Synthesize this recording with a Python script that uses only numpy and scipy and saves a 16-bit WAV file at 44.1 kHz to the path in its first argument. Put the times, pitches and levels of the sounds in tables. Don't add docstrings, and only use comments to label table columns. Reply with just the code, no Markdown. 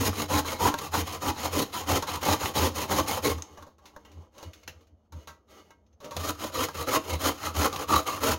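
import sys
import numpy as np
from scipy import signal
from scipy.fft import rfft, irfft
from scipy.io import wavfile
from scipy.ndimage import uniform_filter1d

SR = 44100
rng = np.random.default_rng(int(sys.argv[2]) if len(sys.argv) > 2 else 0)


def to_wav(sig):
    pcm = np.clip(np.atleast_2d(sig), -1, 1) * 32767
    pcm = np.round(pcm).astype(np.int16)
    wavfile.write(sys.argv[1], SR, pcm.T)


N = 369558


def undb(db):
    return np.exp(np.asarray(db) * (np.log(10) / 20))


def unit(x):
    return x / np.sqrt(np.mean(x ** 2))


def walk(rate_hz):
    knots = rng.standard_normal(int(N / SR * rate_hz) + 2)
    return unit(np.interp(np.arange(N) * rate_hz / SR, np.arange(len(knots)), knots))


def crackle(per_s, spread_db):
    chance, polarity, size = rng.random((3, N))
    return unit((chance < per_s / SR) * np.sign(polarity - .5) * undb(-spread_db * np.log(size + 1e-9)))


def colour(x, points, size=4096):
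    hz, db = np.transpose(points)
    bins_hz = np.arange(size // 2 + 1) * SR / size
    cepstrum = irfft(np.interp(np.log(bins_hz + 1), np.log(hz), db) * np.log(10) / 20)
    cepstrum[1:size // 2] *= 2
    cepstrum[size // 2 + 1:] = 0
    return signal.fftconvolve(x, irfft(np.exp(rfft(cepstrum))))[:N]


def resonate(x, modes, wander_db=0., rate_hz=12):
    total = 0
    for k, (hz, width_hz, db) in enumerate(modes):
        drive = x * undb(db + wander_db * walk(rate_hz))
        total += (-1) ** k * signal.lfilter(*signal.iirpeak(hz, hz / max(width_hz, 5), fs=SR), drive)
    return total


def shelve(x, db):
    treble = signal.sosfiltfilt(signal.butter(4, 7300, "high", fs=SR, output="sos"), x)
    return x + treble * (undb(db) - 1)


def gestures(rows, rise_s, fall_db):
    hop, rise_power = 32, 2.04
    t = np.arange(0, N, hop) / SR
    start_s, hold_s, db, swell_db = np.transpose(rows)[:, :, None]
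    progress = (t - start_s) / np.maximum(hold_s, .01)
    rise_db = 20 * rise_power * np.log10(np.clip(1 + (t - start_s) / rise_s, 1e-4, 1))
    late_s = np.maximum(t - start_s - hold_s, 0)
    level_db = db + swell_db * np.clip(progress, 0, 1) + rise_db + fall_db(late_s)
    frame = np.arange(N) // hop
    row = np.argmax(level_db, axis=0)[frame]
    return np.maximum(level_db[row, frame], -120), progress[row, frame], row


# (frequency [Hz], gain [dB])
ROOM_SPECTRUM = [(18, -71.5), (30, -32.5), (79, -0.5), (130, -25), (221, -12.5), (252, -21), (295, -20.5),
                 (384, -24), (620, -22), (3310, -66), (5500, -65), (6800, -59.5), (7600, -71.5),
                 (16000, -67)]


def room(level_db=-63.5):
    return unit(colour(rng.standard_normal(N), ROOM_SPECTRUM)) * undb(level_db + 1.6 * walk(12))


# (centre time [s], length [s], pitch [Hz], level [dB])
BOARD_JOLTS = [(0.006, 0.041, 98, -29), (0.1, 0.062, 92, -30.5), (0.358, 0.074, 88.3, -34),
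               (0.665, 0.032, 92.2, -34), (1.021, 0.045, 83.9, -33), (1.294, 0.037, 87.7, -37),
               (1.561, 0.046, 87.5, -32), (1.938, 0.049, 86, -41), (2.316, 0.02, 92.3, -33),
               (2.445, 0.03, 83.7, -31), (2.639, 0.029, 91.4, -26), (2.712, 0.046, 82.7, -37),
               (2.972, 0.076, 78.2, -32), (3.05, 0.039, 84.7, -42), (3.304, 0.018, 83.5, -47),
               (3.353, 0.089, 80.6, -33), (3.531, 0.041, 83.3, -51), (3.626, 0.052, 84.5, -50),
               (4.189, 0.066, 83.5, -42.0), (4.479, 0.041, 82.6, -40), (4.704, 0.043, 84.2, -51),
               (4.77, 0.032, 85.5, -53), (4.938, 0.036, 80.8, -55.0), (5.166, 0.056, 82.0, -38),
               (5.305, 0.046, 77, -56), (6.2, 0.062, 84, -35.5), (6.304, 0.074, 85.4, -41),
               (6.808, 0.045, 83.8, -35), (7.149, 0.054, 79.7, -28.5), (7.484, 0.064, 82.4, -37),
               (7.603, 0.075, 78.7, -28.5), (7.968, 0.05, 79, -35), (8.342, 0.055, 78, -32.5)]


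def board(tear_db, hum_re_tear_db=-8.5):
    t = np.arange(N) / SR
    swell = np.zeros(N)
    for centre_s, length_s, _, db in BOARD_JOLTS:
        span = slice(max(int((centre_s - 2 * length_s) * SR), 0), int((centre_s + 2 * length_s) * SR))
        swell[span] += undb(db) * .5 ** (2 * (t[span] - centre_s) / length_s) ** 2
    times_s, _, hz, _ = np.transpose(BOARD_JOLTS)
    pitch_hz = np.interp(t, times_s, hz) * (1 + .0251 * walk(25))
    tone = np.sqrt(2) * np.sin(2 * np.pi * np.cumsum(pitch_hz) / SR)
    box = unit(resonate(rng.standard_normal(N), [(140, 31, -2.5), (293.7, 17, -1)]))
    bending = [(85, 17, 0)]
    hum = unit(resonate(resonate(rng.standard_normal(N), bending), bending))
    hum_gain = uniform_filter1d(undb(tear_db + hum_re_tear_db), int(.08 * SR))
    return swell * (tone + undb(-12) * box) + hum_gain * hum


# (frequency [Hz], level [dB], undamped t60 [s])
SHEET_MODES = [(605, 3, 0.25), (942, -2, 0.31), (1099, 2.5, 0.14), (1130, -5, 0.085), (1320, 7, 0.037),
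               (1580, -2.5, 0.12), (1960, -7.5, 0.16), (2170, -5.5, 0.18), (2448, -21, 0.15),
               (2915, -4, 0.13), (2903, -7.5, 0.066), (3140, -6, 0.15), (3540, -9, 0.2),
               (4470, -3.5, 0.096), (5420, -0.5, 0.042), (5860, 0.5, .06), (6330, 8.5, 0.1),
               (6395, 4.5, 0.054)]


def sheet(centre_hz, octaves, t60_scale):
    near = [mode for mode in SHEET_MODES if abs(np.log2(mode[0] / centre_hz)) < 2 * octaves]
    hz, db, t60_s = np.transpose(near)[:, :, None]
    t = np.arange(SR // 3) / SR
    favour = np.exp(-(np.log2(hz / centre_hz) / octaves) ** 2)
    partials = favour * undb(db) * np.sin(2 * np.pi * hz * t) * 1000 ** (-t / (t60_scale * t60_s))
    return unit(partials.sum(axis=0)) / np.sqrt(len(t))


# (frequency [Hz], width [Hz], gain flat [dB], gain tilted [dB])
WALL_MODES = [(223.4, 40, -5, -5.5), (239.2, 13, -3.5, -0.5), (298, 15.8, -1, 1.5), (329.5, 18, -4, 0),
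              (381.6, 57, -7.5, -3.5), (464.6, 26.5, -2, 2), (528, 53, -4.5, -1.5), (639, 16, -5, 1),
              (725, 110, -4.5, -4), (860, 85, 1.5, -1), (963, 70, 1.5, 1), (1056, 103, 1.5, 0.5),
              (1159, 63, 1, 4.5), (1306, 180, -6.5, -1)]


def walls(low_push, high_push, tilt_s=4.5):
    tilted = np.arange(N) > tilt_s * SR
    modes = [(hz, width_hz, np.where(tilted, tilted_db, flat_db))
             for hz, width_hz, flat_db, tilted_db in WALL_MODES]
    wander = dict(wander_db=2.8, rate_hz=16)
    return resonate(low_push, modes[:8], **wander) + resonate(high_push, modes[8:], **wander)


# (frequency [Hz], width [Hz], gain [dB])
TEETH_MODES = [(1870, 110, -10), (2185, 82, 5), (2500, 160, -15.5), (2714, 110, 3), (3087, 65, 5.5),
               (3463, 52, 1), (4430, 23, -2.5), (3980, 210, 4), (5060, 100, -3), (5870, 120, -3),
               (6950, 450, -10.5), (7390, 150, -1.5), (8650, 170, -7), (9750, 150, 4.5)]
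# (frequency [Hz], gain [dB])
RASP_SPECTRUM = [(760, -30.5), (1300, -7.5), (1670, -8.5), (2770, -6.5), (3110, -11), (3380, -8.5),
                 (3920, -5.5), (4780, -12), (6760, -6.5), (7590, -19.5), (12000, -12.5), (15200, -17.5),
                 (16000, -8.5)]


def rasp(snaps, level_db, teeth_db, sheen, knee_db):
    teeth = resonate(snaps * undb(teeth_db), TEETH_MODES, wander_db=3, rate_hz=35)
    airborne = unit(colour(snaps + teeth, RASP_SPECTRUM)) * undb(level_db)
    return shelve(airborne, sheen * (level_db - knee_db) + .9 * walk(40))


# (time [s], hold [s], level [dB], swell [dB], panel ring trim [dB])
FINGER_SCUFFS = [(3.404, 0.22, -61, -3.5, 2), (3.82, 0.054, -76, 9.5, 4), (3.95, 0.27, -68, -0.5, 3.5),
                 (4.353, 0.081, -63, 8, -1), (4.55, 0.033, -58, -2.5, -8.5), (4.68, 0.15, -63.5, -12, -1.5),
                 (5.16, .08, -62.5, -3, -5), (5.279, 0.084, -73.5, -5, 4), (5.521, 0.053, -55, -2.5, -5.5),
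                 (5.657, 0.053, -64, -8, -2), (6.046, .11, -56, -10, 1)]


def handling(touch_s=.064, leave_db_per_s=150, resting_db=-86.5):
    table = np.array(FINGER_SCUFFS)
    scuff_db, _, row = gestures(table[:, :4], touch_s, lambda late_s: -leave_db_per_s * late_s)
    scuff_db = np.maximum(scuff_db, resting_db)
    ring_db = uniform_filter1d(table[row, 4], SR // 20)
    grip = undb(2 * walk(30))
    push = grip * crackle(per_s=3000, spread_db=.9) * undb(scuff_db)
    shimmer = undb(-4) * signal.fftconvolve(push, sheet(2600, octaves=1.1, t60_scale=.6))[:N]
    panels = walls(undb(26 + ring_db) * push, undb(17.5 + ring_db) * push)
    snaps = grip * crackle(per_s=7600, spread_db=1.8)
    return rasp(snaps, scuff_db, teeth_db=-2.5, sheen=.12, knee_db=-29) + shimmer + panels


# (time [s], drive [dB], burst t60 [s], favoured ring [Hz], ring trim [dB], ring t60 scale [ratio])
TAPS_AND_SNAGS = [(0.13, -41, .04, 1100, 10.5, .2), (0.448, -36, .03, 1100, 8.5, 0.3),
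                  (0.482, -36.5, 0.029, 3000, 8, 0.2), (0.599, -36, .04, 1000, 3.5, 0.3),
                  (0.7405, -22, 0.018, 1080, 4.5, 0.35), (0.7867, -28, 0.047, 1140, -5, 0.8),
                  (0.9514, -33.5, 0.023, 1058, 14.5, 0.05), (1.221, -34, .04, 1000, 0, .2),
                  (1.362, -41, 0.033, 1005, 4.5, 0), (1.385, -40, .03, 3000, 0, .3),
                  (2.024, -27.5, 0.081, 1180, 2, 0.53), (2.229, -31, .04, 1000, 5.5, 0.35),
                  (2.2832, -24.5, 0.037, 1030, 8.5, 0.95), (2.4579, -25.5, 0.022, 2600, 3.5, .12),
                  (2.542, -43.5, .05, 1100, -0.5, 0.3), (2.781, -31.5, .03, 3000, 0, 0.5),
                  (2.832, -33.5, .04, 3000, -3.5, 0.14), (2.895, -35, .04, 1000, 7.5, .2),
                  (2.9199, -28.5, 0.058, 916, 10, 0.26), (3.062, -37, .08, 2100, -0.5, .2),
                  (3.383, -41, 0.068, 881, 5.5, 0.06), (3.422, -53, 0.013, 6400, 24, 0.07),
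                  (3.5734, -48.5, 0.13, 993, 8, 0.15), (3.624, -45.5, 0.064, 1070, 4, 0.4),
                  (3.666, -55.5, 0.19, 830, 6.5, 0), (3.782, -60.5, 0.13, 1080, 4.5, 0.4),
                  (3.8558, -47.5, 0.19, 2770, -21, 0.7), (3.963, -46, 0.049, 930, 11.5, 0.22),
                  (4.0497, -51.5, 0.14, 2020, 2, 0.45), (4.116, -56, 0.18, 2800, -18, 0.63),
                  (4.38, -46, 0.13, 990, 2, 0.8), (4.4281, -40.5, 0.07, 993, 1, 0.07),
                  (4.5335, -45.5, 0.096, 2810, -22, 0.6), (4.63, -60, .06, 1360, 1, 0.7),
                  (4.633, -51, 0.055, 2780, -3, 0.3), (4.6767, -33.5, 0.097, 2610, -4, 0.06),
                  (4.8085, -62, 0.14, 1220, -2, .3), (4.87, -64.5, 0.097, 2366, -11, 0.9),
                  (5.1223, -49.5, 0.13, 965, 4.5, 0.6), (5.2732, -41, 0.17, 1310, 1.5, 1),
                  (5.7056, -52.5, 0.071, 1600, 5.5, 1.1), (5.8646, -72.5, .08, 6500, -0.5, 0.3),
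                  (5.9282, -72, .08, 6500, -1.5, .5), (6.0032, -53, 0.37, 910, 3.5, 0.6),
                  (6.0447, -42, 0.14, 705, 1, 0.9), (6.109, -40, 0.19, 930, 3, 0.83),
                  (6.166, -25.5, 0.042, 486, -4, 0), (6.686, -33.5, 0.044, 1200, 6.5, 0.3),
                  (6.448, -34, .03, 600, 5, 0.1), (7.385, -47, .03, 3000, -4, .3),
                  (7.728, -31, .04, 1090, -3, 0.1), (7.7611, -27, .04, 1100, -3, 0.66)]


def taps():
    rattle, rings, blows = np.zeros((3, N))
    t = np.arange(SR // 3) / SR
    for time_s, drive_db, t60_s, hz, ring_db, t60_scale in TAPS_AND_SNAGS:
        start = int(time_s * SR)
        span = slice(start, start + len(t))
        decay = 1000 ** (-t / max(t60_s, .01)) + .14 * np.exp(-t / .014)
        burst = undb(drive_db) * rng.standard_normal(len(t)) * decay
        ring = sheet(hz, octaves=.75, t60_scale=max(t60_scale, .05))
        rattle[span] += burst
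        rings[span] += undb(ring_db) * signal.fftconvolve(burst, ring)[:len(t)]
        blows[span] += burst * (1000 / hz) ** 2
    knock = resonate(blows, [(150, 25, -4), (292, 25, 1.5), (500, 95, -16)])
    dull_rattle = shelve(colour(rattle, RASP_SPECTRUM), -5.5)
    return undb(10) * (dull_rattle + knock) + undb(-1) * rings


# (full bite time [s], cut length [s], direction [1 down, -1 up], tearing level [dB],
# swell [dB], low wall trim [dB], high wall trim [dB])
CARROT_STROKES = [(0.015, 0.067, 1, -27, -1, 1, -6), (0.133, 0.088, -1, -43.5, 12.5, -2.5, -5.5),
                  (0.312, 0.083, 1, -29, 3, 1, -1.5), (0.458, 0.076, -1, -37.5, 5.5, -1, -4),
                  (0.615, 0.074, 1, -28.5, 2, 0, -1), (0.789, 0.082, -1, -36.5, -5, -0.5, -3),
                  (0.946, 0.069, 1, -29, -0.5, -2.5, -4), (1.072, 0.079, -1, -38, 2.5, -2, -4),
                  (1.23, 0.073, 1, -35, 6, -1, -3.5), (1.375, 0.081, -1, -40.5, 11.5, -2.5, -5),
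                  (1.539, 0.087, 1, -30, 1, 1.5, -5), (1.738, 0.079, -1, -37.5, 3, -4.5, -4),
                  (1.895, 0.079, 1, -28, 1.5, -1, -5), (2.082, 0.073, -1, -35, 3.5, -3, -2),
                  (2.24, 0.093, 1, -29.5, 3, -1, -4.5), (2.407, 0.086, -1, -33.5, 0, -2, -3.5),
                  (2.568, 0.11, 1, -28, 0, -1.5, -5), (2.763, 0.074, -1, -32, -3, -3.5, -5.5),
                  (2.908, 0.094, 1, -31, 6, -1, -1), (3.084, 0.091, -1, -31, -3.5, -2.5, -1.5),
                  (3.252, 0.076, 1, -28.5, -5, 1, -5.5), (6.166, 0.13, 1, -46, 19, -4.5, -5.5),
                  (6.396, 0.074, -1, -40.5, 5, -3, -4), (6.548, 0.095, 1, -34, 6, -4.5, -7.5),
                  (6.752, 0.066, -1, -38.5, 5, -4.5, -4.5), (6.889, 0.072, 1, -32, 6.5, -4, -7),
                  (7.028, 0.11, -1, -49, 16, -3.5, -4.5), (7.215, 0.072, 1, -33.5, 9.5, -6, -6.5),
                  (7.378, 0.093, -1, -46.5, 14.5, -7.5, -5.5), (7.572, 0.093, 1, -28.5, 2.5, -4, -5),
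                  (7.735, 0.096, -1, -39.5, 0.5, -3, 0), (7.906, 0.088, 1, -28.5, 0, -3, -2.5),
                  (8.074, 0.1, -1, -35.5, -1.5, -5, -2), (8.235, 0.099, 1, -26, -3, -4.5, -4.5)]


def strokes(drag_db=-14, drag_db_per_s=150):
    table = np.array(CARROT_STROKES)
    goes_down = table[:, 2:3] > 0
    bite_s = np.where(goes_down, .047, .035)
    lift_db_per_s = np.where(goes_down, 748, 447)
    fall_db = lambda late_s: np.maximum(-lift_db_per_s * late_s, drag_db - drag_db_per_s * late_s)
    tear_db, progress, row = gestures(table[:, [0, 1, 3, 4]], bite_s, fall_db)
    down = goes_down[row, 0]
    place = np.clip(progress, -.4, 1.4) - .5
    low_drift_db, high_drift_db = np.where(down, -3.5, 1), np.where(down, -1.5, 1)
    low_db = uniform_filter1d(table[row, 5] + place * low_drift_db, SR // 100)
    high_db = uniform_filter1d(table[row, 6] + place * high_drift_db, SR // 100)
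    return tear_db, low_db, high_db, down


# (frequency [Hz], width [Hz], gain [dB])
CAVITY_MODES = [(284, 18, -5), (270, 38, -7)]


def carrot(tear_db, low_db, high_db, down):
    grip = undb(.89 * walk(28) + 1.02 * walk(60) + 1.7 * walk(150))
    push = grip * crackle(per_s=1500, spread_db=2.03) * undb(tear_db)
    wall_ring = walls(push * undb(21.5 + low_db), push * undb(19 + high_db))
    cavity = resonate(down * push * undb(25 + low_db), CAVITY_MODES, wander_db=4, rate_hz=16)
    board_modes = [(42, 10, -16.5), (69, 15, -6.5), (107, 30, -6.5), (136, 23, -4.5)]
    rumble = resonate(push * undb(22 + low_db), board_modes)
    snaps = grip * crackle(per_s=14000, spread_db=1.8)
    tearing = rasp(snaps, tear_db, teeth_db=np.where(down, 0, 2.5), sheen=.068, knee_db=-34.5)
    return tearing + wall_ring + cavity + rumble


def kitchen_echo(x, t60_s=.24, delay_s=.006):
    t = np.arange(SR // 2) / SR
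    tail = shelve(rng.standard_normal(len(t)), -5.5) * 1000 ** (-t / t60_s) * (t > delay_s)
    return signal.fftconvolve(x, tail / np.sqrt(np.sum(tail ** 2)))[:N]


def scene():
    tear_db, low_db, high_db, down = strokes()
    grater = carrot(tear_db, low_db, high_db, down) + handling() + taps()
    return (grater + undb(-15) * kitchen_echo(grater) + board(tear_db) + room())[None]


def record(dry):
    return signal.sosfilt(signal.ellip(10, .2, 75, 15750, fs=SR, output="sos"), dry)


dry = scene()
out = record(dry)
to_wav(out)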